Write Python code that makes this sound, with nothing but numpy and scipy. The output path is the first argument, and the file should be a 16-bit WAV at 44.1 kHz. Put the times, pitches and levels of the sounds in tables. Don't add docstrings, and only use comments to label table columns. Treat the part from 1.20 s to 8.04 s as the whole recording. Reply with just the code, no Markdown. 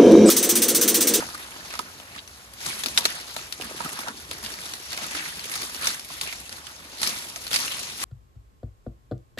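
import sys
import numpy as np
from scipy import signal
from scipy.fft import rfft, irfft, next_fast_len
from scipy.io import wavfile
from scipy.ndimage import uniform_filter1d

SR = 44100
rng = np.random.default_rng(int(sys.argv[2]) if len(sys.argv) > 2 else 0)


def volts_from_decibels(level):
    exponent = np.asarray(level, float) / 20
    return 10 ** exponent


def generate_wav(signal):
    frames = np.transpose(np.atleast_2d(signal))
    scaled = np.clip(frames, -1, 1) * 32767
    pcm = np.round(scaled).astype(np.int16)
    wavfile.write(sys.argv[1], SR, pcm)


N = 301682

# frequency_hz, gain_db
LEAF_COLOUR = [(100, -4), (260, 0), (450, -5), (950, -1), (1600, 2), (2500, 1), (4200, 1.5), (5500, 0),
               (8000, -5), (9400, -3), (11000, -7), (13100, -14), (15600, -8)]


def rms_one(x):
    return x / np.sqrt(np.mean(x ** 2) + 1e-20)


def coloured(x, points):
    size = next_fast_len(x.shape[-1])
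    hz, db = np.transpose(points)
    log_hz = np.log(np.arange(size // 2 + 1) * SR / size + 1)
    gain = volts_from_decibels(np.interp(log_hz, np.log(hz), db))
    return irfft(rfft(x, size) * gain, size)[..., :x.shape[-1]]


def band(x, low, high, order=1):
    sos = signal.butter(order, [low, min(high, .45 * SR)], "band", fs=SR, output="sos")
    return signal.sosfilt(sos, x)


def drift(rate_hz):
    pole = np.exp(-80 * np.pi * rate_hz / SR)
    noise = rng.standard_normal(N // 40 + 2002)
    slow = signal.lfilter([1], [1, -2 * pole, pole * pole], noise)[2000:]
    return np.interp(np.arange(N) / 40, np.arange(len(slow)), rms_one(slow))


def ring(clicks, hz, t60_s):
    radius, turn = 1000 ** (-1 / (t60_s * SR)), 2 * np.pi * hz / SR
    poles = [1, -2 * radius * np.cos(turn), radius * radius]
    return signal.lfilter([0, np.sin(turn)], poles, clicks + 1e-18)


def swells(start_s, peak_db, swell_s, fade_s):
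    since_s = np.arange(0, N + 64, 64)[None] / SR - np.reshape(start_s, (-1, 1))
    rise_s = np.maximum(np.reshape(swell_s, (-1, 1)), .005)
    fall_s = np.maximum(np.reshape(fade_s, (-1, 1)), .005)
    spans_s = np.where(since_s < 0, -rise_s, fall_s)
    return volts_from_decibels(peak_db)[:, None] * np.exp(-since_s / spans_s)


def every_sample(envelope):
    return np.interp(np.arange(N) / 64, np.arange(len(envelope)), envelope)


def hush():
    # frequency_hz, gain_db
    air_colour = [(25, -16), (42, -8), (62, 7), (110, -2), (260, -7), (900, -9), (1400, -11), (5400, -13),
                  (10000, -15), (13000, -21), (15600, -15)]
    level_db = -47 + 1.2 * drift(4)
    return volts_from_decibels(level_db) * rms_one(coloured(rng.standard_normal((2, N)), air_colour))


def strain():
    # peak_s, peak_db, swell_s, fade_s, branches_over_leaves_db
    push_rows = [(0.0, -35, .02, 0.11, -1.5), (0.2, -42.5, 0.24, 0.59, -3),
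                 (0.56, -40.5, 0.22, 0.081, -3.5), (0.975, -48.5, 0.2, 0.032, 2.5),
                 (1.095, -51, 0.023, 0.3, -2.5), (1.467, -33.5, 0.058, 0.32, -6.5),
                 (1.79, -36.5, 0.027, 0.076, -0.5), (1.866, -36, 0.093, 0.34, -6.5),
                 (2.185, -39.5, 0.017, 0.073, -2), (2.345, -44, 0.019, 0.042, -14),
                 (2.424, -40, 0.029, 0.4, -4.5), (2.654, -37.5, 0.11, 0.15, -1),
                 (2.81, -38.5, .08, 0.046, -4), (2.883, -41.5, 0.03, 0.025, 6),
                 (2.978, -41.5, 0.035, 0.074, -7.5), (3.123, -40, .04, 0.11, -6),
                 (3.268, -37, 0.057, 0.077, -5), (3.45, -38.5, 0.18, 0.29, -5.5),
                 (3.73, -35.5, 0.061, 0.079, -8.5), (3.826, -33, 0.06, 0.13, -6.5),
                 (3.956, -32, 0.05, 0.21, -7.5), (4.36, -32, 0.094, .17, -7),
                 (4.681, -28.5, 0.078, 0.071, -8.5), (4.924, -39, 0.054, 0.12, -9.5),
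                 (5.034, -34, 0.026, 0.15, -8.5), (5.318, -42.5, 0.0093, 0.16, -3),
                 (5.5, -46.5, 0.075, 1, -4), (5.852, -30, 0.05, 0.16, -7), (6.25, -39, 0.099, 0.067, -12),
                 (6.351, -28.5, 0.027, 0.056, -8), (6.42, -30.5, 0.06, 0.36, -9.5),
                 (6.839, -27.5, 0.028, .1, -5.5)]
    # peak_s, peak_db
    step_rows = [(0.0, -50), (0.6, -52), (1.47, -46.5), (1.66, -44), (1.866, -46.5), (2.424, -44),
                 (2.654, -51), (2.883, -45), (3.123, -48), (3.312, -51), (3.826, -44), (3.956, -49),
                 (4.36, -54), (4.681, -50), (5.85, -52), (6.4, -59)]
    # time_s, level_over_leaves_db
    dry_share = [(0, -1), (.3, -4), (.65, -3.5), (1, -2), (1.4, -3), (1.67, 0), (1.95, -4), (2.35, -2),
                 (2.8, -1.5), (3.05, -5.5), (3.55, -0.5), (3.75, -7), (4.2, -0.5), (4.9, -2.5), (5.1, -2.5),
                 (5.35, -1.5), (5.75, -6.5), (5.83, 0), (6.1, 0), (6.7, -5), (6.84, 1)]
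    step_swell_s, step_fade_s = 0.028, 0.093
    tread_over_branches_db = -9

    peak_s, peak_db, swell_s, fade_s, branch_db = np.transpose(push_rows)
    pushes = swells(peak_s, peak_db, swell_s, fade_s)
    leaves = np.sqrt(np.sum(pushes ** 2, axis=0))
    branches = np.sqrt(np.sum((pushes * volts_from_decibels(branch_db)[:, None]) ** 2, axis=0))
    steps = swells(*np.transpose(step_rows), step_swell_s, step_fade_s)
    low_branches = branches * volts_from_decibels(tread_over_branches_db)
    tread = np.sqrt(np.sum(steps ** 2, axis=0) + low_branches ** 2)
    gains = [every_sample(g) for g in (leaves, branches, tread, leaves)]
    gains[-1] = gains[-1] * volts_from_decibels(np.interp(np.arange(N) / SR, *np.transpose(dry_share)))
    return gains


def scrapes():
    # peak_s, peak_db, swell_s, fade_s, pitch_hz
    drag_rows = [(0.975, -46, 0.17, .02, 2380), (0.995, -37.5, 0.014, .006, 3250),
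                 (3.96, -35.5, .05, 0.14, 1820), (4.66, -34.5, 0.051, 0.055, 1400),
                 (5.08, -36, 0.041, 0.068, 2500), (5.84, -41, .02, .08, 2000)]
    catches_per_s = 1900
    peak_s, peak_db, swell_s, fade_s, pitch_hz = np.transpose(drag_rows)
    caught = rng.random((2, N)) < catches_per_s / SR
    catches = caught * rng.standard_normal((2, N)) * volts_from_decibels(5.0 * drift(40.0))
    out = np.zeros((2, N))
    for envelope, hz in zip(swells(peak_s, peak_db, swell_s, fade_s), pitch_hz):
        stem = band(catches + 1e-18, hz / 1.23, hz * 1.25, order=2)
        out += every_sample(envelope) * rms_one(stem)
    return out


def small_twigs(leaves):
    count, over_leaves_db, low_hz, high_hz = 24, 11.5, 2000, 5850
    thump_over_crack_db, pan_spread_db = -28, 4
    when, pitch, strength, side = rng.random((count, 4)).T
    leaves_db = 20 * np.log10(leaves[(when * N).astype(int)])
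    peak_db = leaves_db + over_leaves_db + 6 * (strength - .5)
    hz = low_hz * (high_hz / low_hz) ** pitch
    pan_db = pan_spread_db * (2 * side - 1)
    return list(zip(when * N / SR, peak_db, hz, peak_db + thump_over_crack_db, pan_db))


def snaps(rows):
    # mode_hz, level_db, t60_s
    wood_modes = [(270, -12, .045), (720, -6, .025), (950, 0, .03), (1280, 0, .03)]
    size = 4000
    out = np.zeros((2, N + size))
    t = np.arange(size) / SR
    for start_s, peak_db, hz, thump_db, pan_db in rows:
        splinter_ms = max(4.43 + 0.07 * peak_db, .3)
        crack_noise, shiver_noise = rng.standard_normal((2, 2, size))
        fade = np.exp(-t / (splinter_ms / 1000)) * np.minimum(t / 0.00067, 1)
        breaks = (rng.random(size) < 900 / SR) | (np.arange(size) == 20)
        cracks = (breaks * np.sign(crack_noise) + 0.18 * crack_noise) * fade

        spray = np.clip(hz / 4000, 0, 1) * 0.75
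        wide = 1.062 + 150 / hz
        ringing = band(cracks, hz / wide, hz * wide, order=2)
        crack = ringing + spray * coloured(band(cracks, 1500, 17000), LEAF_COLOUR)
        crack = crack / np.abs(crack).max(axis=1, keepdims=True) * volts_from_decibels(peak_db)

        thump = np.zeros((2, size))
        for mode_hz, mode_db, t60_s in wood_modes:
            thump += volts_from_decibels(mode_db + rng.normal(0, 3)) * ring(cracks, mode_hz, t60_s)
        thump = band(thump, 220, 1800, order=2)
        early_rms = np.sqrt(np.mean(thump[:, :400] ** 2, axis=1, keepdims=True))
        thump = thump / early_rms * volts_from_decibels(thump_db)

        shiver = band(shiver_noise, hz / 1.6, hz * 1.6) * np.minimum(t / .003, 1)
        shiver = shiver * volts_from_decibels(peak_db - 14) * np.exp(-t / .012)

        at = round(start_s * SR)
        out[:, at:at + size] += (crack + thump + shiver) * volts_from_decibels([[pan_db / 2], [-pan_db / 2]])
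    return out[:, :N]


def slips(per_s, spread_db, die_s):
    sizes = volts_from_decibels(spread_db * np.minimum(rng.exponential(1, N), 2.5))
    kicks = (rng.random(N) < per_s / SR) * sizes
    return 1 + signal.lfilter([1], [1, -np.exp(-1 / (die_s * SR))], kicks)


def rustle(gains):
    # low_hz, high_hz
    layer_edges = [(1800, 7000), (500, 1800), (100, 500), (7000, 17000)]
    grain_rates = (9320, 1515, 599, 10100)
    jolts, out = slips(35, spread_db=2.0, die_s=0.005), np.zeros((2, N))
    jolt_powers = (0.45, 0.42, 0.72, 0.95)
    for (low, high), per_s, gain, jolt_power in zip(layer_edges, grain_rates, gains, jolt_powers):
        edges = np.geomspace(low, high, 10)
        born = rng.random((2, N)) < per_s / SR
        heights = volts_from_decibels(3.0 * np.minimum(rng.exponential(1, (2, N)), 5))
        grains = born * heights * rng.choice([-1, 1], (2, N))
        dealt = rng.integers(0, 9, (2, N))
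        layer = np.zeros((2, N))
        for k, hz in enumerate(np.sqrt(edges[1:] * edges[:-1])):
            clicks = grains * (dealt == k) * jolts ** jolt_power * volts_from_decibels(2.98 * drift(14.0))
            layer += band(clicks + 1e-18, hz / 1.075, hz * 1.075)
        out += rms_one(coloured(layer, LEAF_COLOUR)) * gain
    return out


def scene():
    # start_s, crack_peak_db, ring_hz, thump_db, left_over_right_db
    snap_rows = [(0.024, -38, 1210, -31.5, -10), (0.316, -33, 2200, -54, -8), (0.362, -35, 288, -41.5, -2),
                 (0.505, -22, 2500, -62, 0), (0.538, -21, 2290, -39.5, -1), (0.553, -17.5, 1280, -48, -4),
                 (0.591, -11, 1170, -25.5, -5), (0.799, -29, 3300, -47.5, 4), (0.962, -26, 980, -49, -9),
                 (1.076, -28.5, 6170, -66, 4), (1.336, -27.5, 10600, -65, 2), (1.46, -17, 4240, -52, 9),
                 (1.636, -10.5, 3760, -52, 2), (1.66, -10, 4760, -55, 8), (1.684, -16.5, 5700, -48, 4),
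                 (1.775, -0.5, 3740, -47, 3.5), (1.784, -6.5, 9000, -33.5, -1), (1.808, -19, 4040, -52, 7),
                 (1.853, -0.5, 4080, -25, 2), (1.979, -31, 2900, -47, -2), (2.164, -14.5, 3970, -34, 2),
                 (2.324, -15, 4120, -67, 6), (2.399, -28.5, 400, -45, 2), (2.411, -21, 2800, -47, -16),
                 (2.421, -18.5, 2780, -52, 3), (2.511, -28.5, 506, -53, 5), (2.546, -31, 410, -54, -1),
                 (2.604, -30, 890, -27.5, -11), (2.646, -24, 1130, -40, 4), (2.658, -28, 278, -33, -5),
                 (2.725, -24, 935, -48, 1.5), (2.789, -21, 890, -43, 3), (2.832, -28, 931, -46, -4),
                 (2.875, -24, 885, -41, 6), (2.883, -16, 1570, -35, 2), (3.112, -15.5, 3970, -37.5, -0.5),
                 (3.248, -19, 4100, -58, 3), (3.262, -18.5, 4850, -55, -12), (3.338, -20, 4600, -45, 3),
                 (3.387, -23, 2100, -47, -3), (3.462, -21.5, 3760, -47, 3), (3.536, -15, 4000, -49, 2),
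                 (3.73, -16.5, 4640, -43, -2), (3.775, -13.5, 2440, -37.5, -2), (3.841, -18, 4030, -37, 2),
                 (3.949, -22, 1860, -35, -6), (4.193, -21, 4500, -61, 4), (4.242, -17.5, 3280, -60, -4),
                 (4.296, -19, 1400, -57, -11), (4.339, -17, 3980, -52, -6), (4.431, -20, 4450, -53, 7),
                 (4.546, -18, 4570, -57, -5), (4.632, -19, 2660, -41, -9), (4.671, -3.5, 5860, -41, -3.5),
                 (4.795, -19, 5260, -56, 0), (4.847, -25, 10200, -58, 6), (4.902, -27, 1090, -41, -10),
                 (5.012, -10, 4600, -46, 3), (5.074, -19, 2570, -42, 2), (5.126, -17, 2320, -42, -3),
                 (5.293, -21, 4730, -50, -1), (5.326, -19, 5040, -58, -1), (5.468, -21.5, 3180, -56, -6),
                 (5.816, -13.5, 9900, -48, -1.5), (5.83, -6, 4330, -33.5, -5), (5.873, -9.5, 5170, -49, 3),
                 (6.16, -16, 5940, -37, -0.5), (6.267, -18, 4360, -56, 2), (6.278, -20, 4500, -51, -2),
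                 (6.313, -14, 3520, -36, -2), (6.33, -9, 3290, -48, 3), (6.341, -7, 4510, -48, -8),
                 (6.347, -8.5, 3440, -45, 5), (6.36, -4, 4700, -43, -3), (6.389, -14, 6500, -47, 4),
                 (6.448, -17, 4830, -50, 2), (6.479, -16, 2900, -47, -4), (6.583, -24, 4900, -47, -9),
                 (6.801, -20, 3780, -46, 1)]
    gains = strain()
    twigs = snaps(snap_rows + small_twigs(gains[0]))
    return hush() + scrapes() + twigs + rustle(gains)


def low_pass(x):
    return signal.sosfilt(signal.butter(12, 16990, fs=SR, output="sos"), x)


def record(dry):
    # frequency_hz, likeness (0 to 1), left_lead_rad, left_over_right_db
    pair_rows = [(100, .87, 0, -.5), (400, .85, 0, -1.5), (750, .75, 1.1, -1), (1250, .75, 1.5, -2),
                 (1800, .35, 3.2, -2.5), (2800, .3, 2.2, 1), (3700, .25, 5.2, 1), (5400, .3, 9.4, 4),
                 (6500, .45, 11.9, 2), (7800, .35, 9.6, 1), (9000, .6, 9.3, -3), (10200, .5, 7.2, -2.5),
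                 (11100, 1, 2 * np.pi, 0), (13200, 1, 2 * np.pi, 0), (13500, 1, np.pi, 0)]
    size = next_fast_len(N + 2000)
    hz, *columns = np.transpose(pair_rows)
    bins_hz = np.arange(size // 2 + 1) * SR / size
    alike, lead_rad, balance_db = (np.interp(bins_hz, hz, c) for c in columns)
    alike = np.clip(alike, 0, 1)
    left, own = rfft(dry, size)
    right = alike * np.exp(-1j * lead_rad) * left + np.sqrt(1 - alike ** 2) * own
    balanced = np.array([left * volts_from_decibels(balance_db / 2), right * volts_from_decibels(-balance_db / 2)])
    pair = irfft(balanced, size)[:, :N]

    is_top = bins_hz > 11000
    top = irfft(left * is_top, size)[:N]
    attack = uniform_filter1d(top ** 2, 90) > 5.5 * uniform_filter1d(top ** 2, 1800)
    unshared = np.minimum(uniform_filter1d(1. * attack, 700) * 40, 1)
    pair[1] += unshared * irfft((own - right) * is_top, size)[:N]

    pair = signal.sosfilt(signal.cheby2(12, 60, 16200, fs=SR, output="sos"), pair)
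    pair = signal.sosfilt(signal.butter(2, 42, "high", fs=SR, output="sos"), pair)
    return low_pass(pair)


dry = scene()
out = record(dry)
generate_wav(out)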